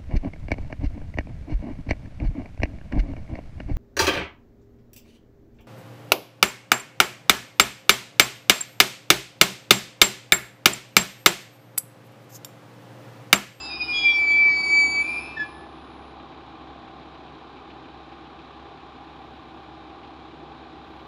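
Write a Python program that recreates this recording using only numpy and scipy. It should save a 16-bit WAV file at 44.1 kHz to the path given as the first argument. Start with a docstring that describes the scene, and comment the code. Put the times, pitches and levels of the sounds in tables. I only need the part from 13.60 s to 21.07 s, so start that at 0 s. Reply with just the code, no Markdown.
"""Brake shoes squeal on the steel wheels of a diesel railcar rolling its last metres along an open platform.
The squeal is a wavering tone with overtones; wheel modes sing as enveloped sines; short chirps break in
during the squeal and at the stop. Wheel rumble and shoe rub are coloured noise. The six-cylinder engine idles
throughout: sines on the firing phase plus noise bursts per cylinder. A compressor ticks (resonant noise strokes)
and brake air hisses faintly."""
import sys
import numpy as np
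from scipy import signal
from scipy.fft import rfft, irfft, next_fast_len
from scipy.io import wavfile
from scipy.ndimage import map_coordinates

SR = 44100
rng = np.random.default_rng(int(sys.argv[2]) if len(sys.argv) > 2 else 0)


def inscribe(sig):
    """Save sig as 16-bit PCM at rate SR to the path in sys.argv[1].

    A 1-D sig is mono; a 2-D sig holds one channel per row.
    Samples are clipped to [-1, 1] before scaling.
    """
    pcm = np.round(np.clip(np.atleast_2d(sig).T, -1, 1) * 32767)
    wavfile.write(sys.argv[1], SR, pcm.astype(np.int16))


N = 329427
TIME = np.arange(N) / SR
FIRING_HZ = 33.78
TOP_HZ = 15800

# main squeal, sinking as the wheel slows, then climbing and weakening: time_s, pitch_hz, level_db
SQUEAL_TRACK = [(0.115, 2466, -39), (0.21, 2463, -28), (0.3, 2440, -27), (0.44, 2374, -25),
                (0.46, 2362, -13.5), (0.56, 2331, -21), (0.71, 2305, -16.8), (0.79, 2323, -15.2),
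                (0.87, 2308, -14.3), (0.96, 2286, -23), (1.09, 2287, -24), (1.135, 2298, -15.5),
                (1.19, 2306, -14.5), (1.25, 2288, -17.5), (1.29, 2282, -27.5), (1.415, 2303, -19),
                (1.46, 2350, -28.5), (1.585, 2388, -29), (1.61, 2393, -39.5), (1.85, 2393, -46),
                (1.94, 2393, -60)]
# shoe bite, sets the overtones: time_s, bite_db
BITE_TRACK = [(0.1, -16), (.38, -12.5), (.54, -10), (.73, -4), (.86, -14.5), (.99, -3), (1.2, 0.5),
              (1.43, -4.5), (1.52, -26), (1.94, -63)]
# squeal overtones: multiple, level_db (at 0 dB bite), growth_db_per_db
SQUEAL_OVERTONES = [(2, -33.5, 0.89), (3, -43, 2.5), (4, -55.5, 2), (5, -73, 1.6), (6, -82.5, 0.5)]
# shoe lets go (negative) or snatches (positive): time_s, change_db, half_width_s
SHOE_SLIPS = [(0.186, -20, .012), (0.211, 4, .009), (0.26, -18, .017), (0.406, -7, .009), (0.53, -6, .01),
              (0.662, -4, .008), (1.026, -7, .008), (1.436, -13, .007), (1.473, -7, .005), (1.78, -8, .03)]
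# steel wheel modes: pitch_hz, t60_s
WHEEL_MODES = [(2288, .4), (2546, .45), (2606, .45), (2639, .6), (2945, .5), (3340, .3), (3746, .15),
               (4110, .25), (4958, .17), (5110, .55), (5212, .4), (5450, .15), (6683, .42), (6845, .6),
               (7270, .32), (7920, 1.2), (9939, .35), (10420, .35), (11145, 1.5), (14955, 1.3)]
# a shoe makes the nearest mode sing: start_s, mode_hz, rise_s, hold_s, level_db
SINGING_SPELLS = [(0, 2639, 0.0044, 0.08, -41), (0, 3746, .11, .06, -46.5), (0, 4110, 0.037, 0.018, -55),
                  (0, 4958, 0.0084, 0.3, -37.5), (0, 5110, .04, .23, -46.5), (0, 7270, 0.0028, .01, -51.5),
                  (0, 9939, 0.044, 1.4, -67), (0, 10420, 0.014, 0.048, -70), (0, 11145, .02, .33, -84),
                  (0, 14955, .25, .03, -79.5), (.03, 7920, .08, .4, -77), (.08, 2945, 0.19, .22, -51),
                  (.2, 3746, 0.029, .012, -43.5), (0.277, 3746, 0.072, 0.18, -50),
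                  (0.314, 3340, 0.056, .14, -29), (.29, 4958, 0.041, 0.12, -34),
                  (.32, 6683, 0.06, .03, -49), (0.452, 5450, 0.076, .05, -45.5), (.5, 5212, 0.37, .25, -57),
                  (0.508, 4958, .02, 0.14, -53.5), (0.681, 3340, 0.043, .02, -45),
                  (0.679, 2546, .08, .6, -50), (0.704, 2606, 0.11, 0.6, -54), (.82, 5110, 0.094, .12, -61),
                  (.65, 7920, .08, .08, -82), (0.861, 4958, .05, .03, -50.5), (1.222, 9939, 0.1, 0.31, -54),
                  (1.262, 2606, 0.09, 0.44, -46), (1.268, 2546, .12, 0.27, -44.5),
                  (1.2, 14955, .35, .28, -90), (1.331, 6845, 0.082, 0.011, -55),
                  (1.35, 5212, .27, .05, -54.5), (1.4, 5110, 0.13, 0.41, -66.5),
                  (1.43, 2288, 0.036, .13, -43), (1.81, 9939, 0.065, 0.12, -67.5),
                  (1.95, 9939, 0.16, 0.38, -78.5)]
# short shoe grabs: start_s, start_hz, settled_hz, level_db, rise_s, hold_s, t60_s
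SHOE_CHIRPS = [(0.219, 1385, 1410, -51, 0.032, 0.051, .2), (0.826, 1970, 1915, -40.5, 0.074, 0.024, .22),
               (0.84, 6730, 6510, -56, 0.047, 0.045, 0.17), (0.862, 4300, 4190, -52, .04, .08, 0.25),
               (1.562, 4790, 4770, -46, 0.021, 0.0081, .1), (1.762, 1816, 1720, -28, 0.014, .007, .05),
               (1.788, 1723, 1710, -23.5, 0.013, 0.022, .13), (1.901, 1743, 1732, -50.5, 0.06, .08, 0.18)]
# chirp partials: multiple, relative_db
CHIRP_PARTIALS = [(1, -1.5), (2, -23), (3, -28.5), (4, -45), (5, -58.5)]
# wheels on the rails: time_s, level_db
ROLL_TRACK = [(0, -64), (.5, -59.5), (.9, -47), (1.25, -44), (1.55, -49), (1.85, -51.5), (2.2, -68)]
# wheel rumble spectrum: freq_hz, relative_db
ROLL_SPECTRUM = [(70, -22.5), (110, -14), (210, -22), (320, 2), (560, -13), (820, -2), (1150, -3.5),
                 (1700, -20)]
# shoes rubbing: time_s, level_db
RUB_TRACK = [(0, -48), (.2, -52.5), (.33, -48), (.55, -50), (1.0, -53.5), (1.55, -51), (1.85, -54),
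             (2.1, -86)]
# shoe rub spectrum: freq_hz, relative_db
RUB_SPECTRUM = [(700, -27.5), (1300, 0.5), (2000, -8), (4400, -4.5), (5600, -19.5), (8000, -32.5),
                (15000, -45)]
# engine load, easing to idle: time_s, load_0_to_1
LOAD_TRACK = [(0, 0.85), (1.3, 0.93), (1.9, 0.46), (4, 0)]
# engine orders: multiple (of the firing rate), level_db
ENGINE_ORDERS = [(1, -77.5), (4.5, -62.5), (8, -62), (9.5, -60), (16, -68), (23, -57.5), (24, -56),
                 (31.5, -64), (35, -65)]
# exhaust boom: idle_db, added_db (at full load)
BOOM_LEVEL = (-56.3, 4.4)
# exhaust drone: idle_db, added_db (at full load)
DRONE_LEVEL = (-48, 1.6)
# knocking block: idle_db, added_db (at full load)
BLOCK_LEVEL = (-48, 3)
# drone spectrum, shared with the hollow underframe: freq_hz, relative_db
DRONE_SPECTRUM = [(28, -39), (48, -21), (75, -4.5), (95, -11.5), (130, -4.5), (205, -9.5), (265, 0.5),
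                  (290, -4.5), (320, 4), (360, -2.5), (440, -6), (570, -16.5), (800, -37)]
# engine block spectrum: freq_hz, relative_db
BLOCK_SPECTRUM = [(400, -10.5), (570, -9.5), (700, 0), (820, 2.5), (930, -4), (1050, 0), (1180, -3),
                  (1340, -9), (1550, -18), (2200, -27.5)]
# valve and injector spectrum: freq_hz, relative_db
CLATTER_SPECTRUM = [(880, -23), (1500, 2), (1960, -6), (2180, -5.5), (2360, -0.5), (2820, -6), (3110, -4),
                    (3930, -3), (4380, -11.5), (6440, -27.5), (7030, -26), (7680, -36), (9080, -35.5),
                    (15800, -56.5)]
# louder compressor strokes: time_s, relative_db (before the compressor trim)
LOUD_TICKS = [(2.598, -47.5), (3.0056, -50), (3.1477, -52), (3.6804, -50), (3.9684, -48), (4.102, -44),
              (4.2418, -47), (4.5166, -47), (4.6533, -48), (4.791, -48), (6.4323, -46), (7.3941, -50)]
# brake valve hisses: start_s, end_s, level_db
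AIR_HISSES = [(0.264, 0.38, -75), (1.529, 1.55, -83.5), (5.42, 6.03, -91), (7.276, 7.6, -86.5)]
# air hiss spectrum: freq_hz, relative_db
AIR_SPECTRUM = [(4000, -22.5), (7000, -3.5), (10500, -9.5), (12000, 0.5), (13000, -3), (15500, -13)]


def amp(db):
    """Amplitude ratio of a level in dB."""
    return 10 ** (np.asarray(db) / 20)


def unit(x):
    """x scaled to rms 1."""
    return x / np.sqrt(np.mean(x ** 2) + 1e-20)


def curves(rows):
    """One value per sample for each column after the time."""
    time_s, *columns = np.transpose(rows)
    return [np.interp(TIME, time_s, column) for column in columns]


def gate(start_s, end_s, fade_s=0.026):
    """1 between start and end, linear fades just outside."""
    return np.clip(np.minimum(TIME - start_s, end_s - TIME) / fade_s + 1, 0, 1)


def swell(t, rise_s, hold_s, t60_s):
    """Friction tone envelope from t = 0: builds, holds, rings out."""
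    attack = np.sin(np.pi / 2 * np.clip(t / rise_s, 0, 1)) ** 2
    return attack * np.exp(-np.log(1000) * np.maximum(t - rise_s - hold_s, 0) / t60_s)


def wobble(knots_per_s):
    """Smooth random curve through Gaussian knots."""
    knots = rng.standard_normal(int(N * knots_per_s / SR) + 4)
    return map_coordinates(knots, [TIME * knots_per_s])


def angle(hz):
    """Running phase of a moving frequency, random start."""
    return 2 * np.pi * (np.cumsum(hz) / SR + rng.random())


def tone(phase, db):
    """Sine of the given rms level."""
    return np.sqrt(2) * amp(db) * np.sin(phase)


def noise():
    """Fresh white noise."""
    return rng.standard_normal(N)


def filtered(x, response):
    """x through a frequency response."""
    size = next_fast_len(N + 8192)
    return irfft(rfft(x, size) * response(np.fft.rfftfreq(size, 1 / SR)), size)[:N]


def coloured(x, spectrum):
    """x shaped by a spectrum, closed an octave outside it, at rms 1."""
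    freq_hz, db = np.transpose(spectrum)
    log_hz = np.log(np.r_[freq_hz[0] / 2, freq_hz, freq_hz[-1] * 2])
    closed_db = np.r_[-120, db, -120]
    return unit(filtered(x, lambda hz: amp(np.interp(np.log(hz + 1), log_hz, closed_db))))


def squeal(scatter=.37, scatter_rate=16, rasp_db=1.5):
    """Stick-slip of shoe on tread: a shrill tone, steady when strong, ragged when weak; overtones stutter."""
    jitter_hz, flutter_db = 3.5, .55
    hz, db = curves(SQUEAL_TRACK)
    bite_db, = curves(BITE_TRACK)
    ragged = 1 + np.clip((-19 - db) / 4, 0, 2)
    phase = angle(hz + jitter_hz * ragged * wobble(90))
    out = tone(phase, db + flutter_db * ragged * wobble(90))
    for multiple, level_db, growth in SQUEAL_OVERTONES:
        # complex fading: random level and phase
        fading = 1 + scatter * (wobble(scatter_rate) + 1j * wobble(scatter_rate))
        overtone_db = level_db + growth * bite_db + rasp_db * wobble(180)
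        out += np.abs(fading) * tone(multiple * phase + np.angle(fading), overtone_db)
    grip_db = sum(change_db * np.exp(-((TIME - s) / width_s) ** 2) for s, change_db, width_s in SHOE_SLIPS)
    return out * amp(grip_db) * gate(SQUEAL_TRACK[0][0], SQUEAL_TRACK[-1][0])


def wheels(drift=0.00099, flutter_db=2.5, flutter_hz=5000):
    """Wheel modes sing at nearly fixed pitch; they waver while turning, high modes most, then ring smoothly."""
    mode_hz, t60_s = np.transpose(WHEEL_MODES)
    envelopes = np.zeros((len(mode_hz), N))
    for start_s, hz, rise_s, hold_s, db in SINGING_SPELLS:
        mode = np.abs(mode_hz - hz).argmin()
        spell = amp(db) * swell(TIME - start_s, rise_s, hold_s, t60_s[mode])
        envelopes[mode] = np.maximum(envelopes[mode], spell)
    turning = gate(0, 1.4, fade_s=0.15)
    out = np.zeros(N)
    for hz, envelope in zip(mode_hz, envelopes):
        phase = angle(hz * (1 + drift * turning * wobble(40)))
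        # flutter_db applies at flutter_hz
        out += envelope * tone(phase, flutter_db * hz / flutter_hz * turning * wobble(36))
    return out


def chirps(settle_s=0.025, jitter_hz=4):
    """A shoe grabs: the tone builds, its pitch slides to rest and it dies away."""
    highest_hz = 9000
    out = np.zeros(N)
    t = np.arange(SR // 2) / SR
    for start_s, start_hz, end_hz, db, rise_s, hold_s, t60_s in SHOE_CHIRPS:
        slide_hz = (start_hz - end_hz) * np.exp(-t / settle_s)
        phase = angle(end_hz + slide_hz + jitter_hz * wobble(120)[:len(t)])
        partials = sum(tone(multiple * phase, db + relative_db)
                       for multiple, relative_db in CHIRP_PARTIALS if multiple * end_hz < highest_hz)
        out[round(start_s * SR):][:len(t)] += swell(t, rise_s, hold_s, t60_s) * partials
    return out


def rolling(body_db=-1.5):
    """Wheel rumble, the hollow underframe it shakes and shoe rub: coloured noise fading as the car stops."""
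    roll_db, = curves(ROLL_TRACK)
    rub_db, = curves(RUB_TRACK)
    rumble = coloured(noise(), ROLL_SPECTRUM)
    underframe = amp(body_db) * coloured(noise(), DRONE_SPECTRUM)
    rub = amp(rub_db + .8 * wobble(25)) * coloured(noise(), RUB_SPECTRUM)
    return amp(roll_db) * (rumble + underframe) + rub


def firings(cycles, alike, depth, decay_s):
    """A noise burst per cylinder, six unequal ones a cycle; the share alike repeats every cycle."""
    size, uneven_db = round(6 * SR / FIRING_HZ), 1.2
    cycle_part = cycles % 1
    repeated = rng.standard_normal(size)[(cycle_part * size).astype(int)]
    cylinder, since = np.divmod(cycle_part * 6, 1)  # since: fraction of a firing interval
    strength = amp(uneven_db * rng.standard_normal(6))[cylinder.astype(int)]
    bursts = 1 + depth * strength * np.exp(-since / (FIRING_HZ * decay_s))
    share = np.clip(alike, 0, 1)
    return bursts * (np.sqrt(share) * repeated + np.sqrt(1 - share) * noise())


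def engine(order_flutter_db=2, clatter_db=-54):
    """Idling diesel: exhaust boom and drone, crank orders, knocking block and valve clatter on one shaft."""
    hunt, wander_db = .0022, .5
    phase = angle(FIRING_HZ * (1 + hunt * wobble(3)))
    cycles = phase / (2 * np.pi * 6)
    load, = curves(LOAD_TRACK)
    boom_db, drone_db, block_db = (idle_db + added_db * load
                                   for idle_db, added_db in (BOOM_LEVEL, DRONE_LEVEL, BLOCK_LEVEL))

    boom = tone(2 * phase, boom_db + wander_db * wobble(5))
    orders = sum(tone(multiple * phase + 2 * np.pi * rng.random(), db + order_flutter_db * wobble(5.5))
                 for multiple, db in ENGINE_ORDERS)
    drone = coloured(firings(cycles, alike=0.16, depth=0.37, decay_s=0.016), DRONE_SPECTRUM)
    drone *= amp(drone_db + wander_db * wobble(5.9))
    block = amp(block_db) * coloured(firings(cycles, alike=.35, depth=.65, decay_s=.008), BLOCK_SPECTRUM)
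    clatter = coloured(firings(cycles, alike=0.049, depth=0.41, decay_s=0.0088), CLATTER_SPECTRUM)
    return boom + orders + drone + block + amp(clatter_db) * clatter


def compressor(soft_db=-53, ring_hz=2550, width_hz=650, decay_s=0.02):
    """Air compressor ticks: decaying noise strokes through a valve resonance, some louder than the rest."""
    period_s, first_beat_s, trim_db = .1375, .113, -4.7
    loud = np.array(LOUD_TICKS)
    beats_s = np.arange(first_beat_s, N / SR, period_s)
    # a loud tick replaces the soft beat nearby
    soft = [(s, soft_db + 2 * rng.standard_normal())
            for s in beats_s if np.abs(loud[:, 0] - s).min() > period_s / 2]
    strokes = np.zeros(N + SR)
    t = np.arange(SR // 10) / SR
    for s, db in [*loud, *soft]:
        strokes[round(s * SR):][:len(t)] += amp(db + trim_db) * np.exp(-t / decay_s)

    def valve(hz):
        """Bandpass resonance with a steep treble roll-off."""
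        damping = 1j * hz * width_hz
        resonance = damping / (ring_hz ** 2 - hz * hz + damping)
        return resonance / (1 + (hz / (2 * ring_hz)) ** 8)

    rattle = noise()
    return filtered(strokes[:N] * rattle, valve) / filtered(rattle, valve).std()


def air():
    """Brake air escapes in faint hisses: gated coloured noise."""
    level = sum(amp(db) * gate(start_s, end_s, fade_s=.07) for start_s, end_s, db in AIR_HISSES)
    return level * coloured(noise(), AIR_SPECTRUM)


def platform(x):
    """Faint scattered echoes from car side, platform edge and houses: a decaying noise tail."""
    wet_db, t60_s = -22, .3
    t = np.arange(SR // 2) / SR
    tail = rng.standard_normal(len(t)) * np.exp(-np.log(1000) * t / t60_s) * (t > .005)
    return x + amp(wet_db) * signal.fftconvolve(x, tail / np.linalg.norm(tail))[:N]


def scene():
    """Brakes and wheels, with echoes, over the running machinery."""
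    brakes = platform(squeal() + wheels() + chirps())
    return (brakes + rolling() + engine() + compressor() + air())[None]


def record(dry):
    """Sharp lowpass: nothing passes at or above TOP_HZ."""
    return np.array([filtered(channel, lambda hz: hz < TOP_HZ) for channel in dry])


dry = scene()
out = record(dry)
inscribe(out)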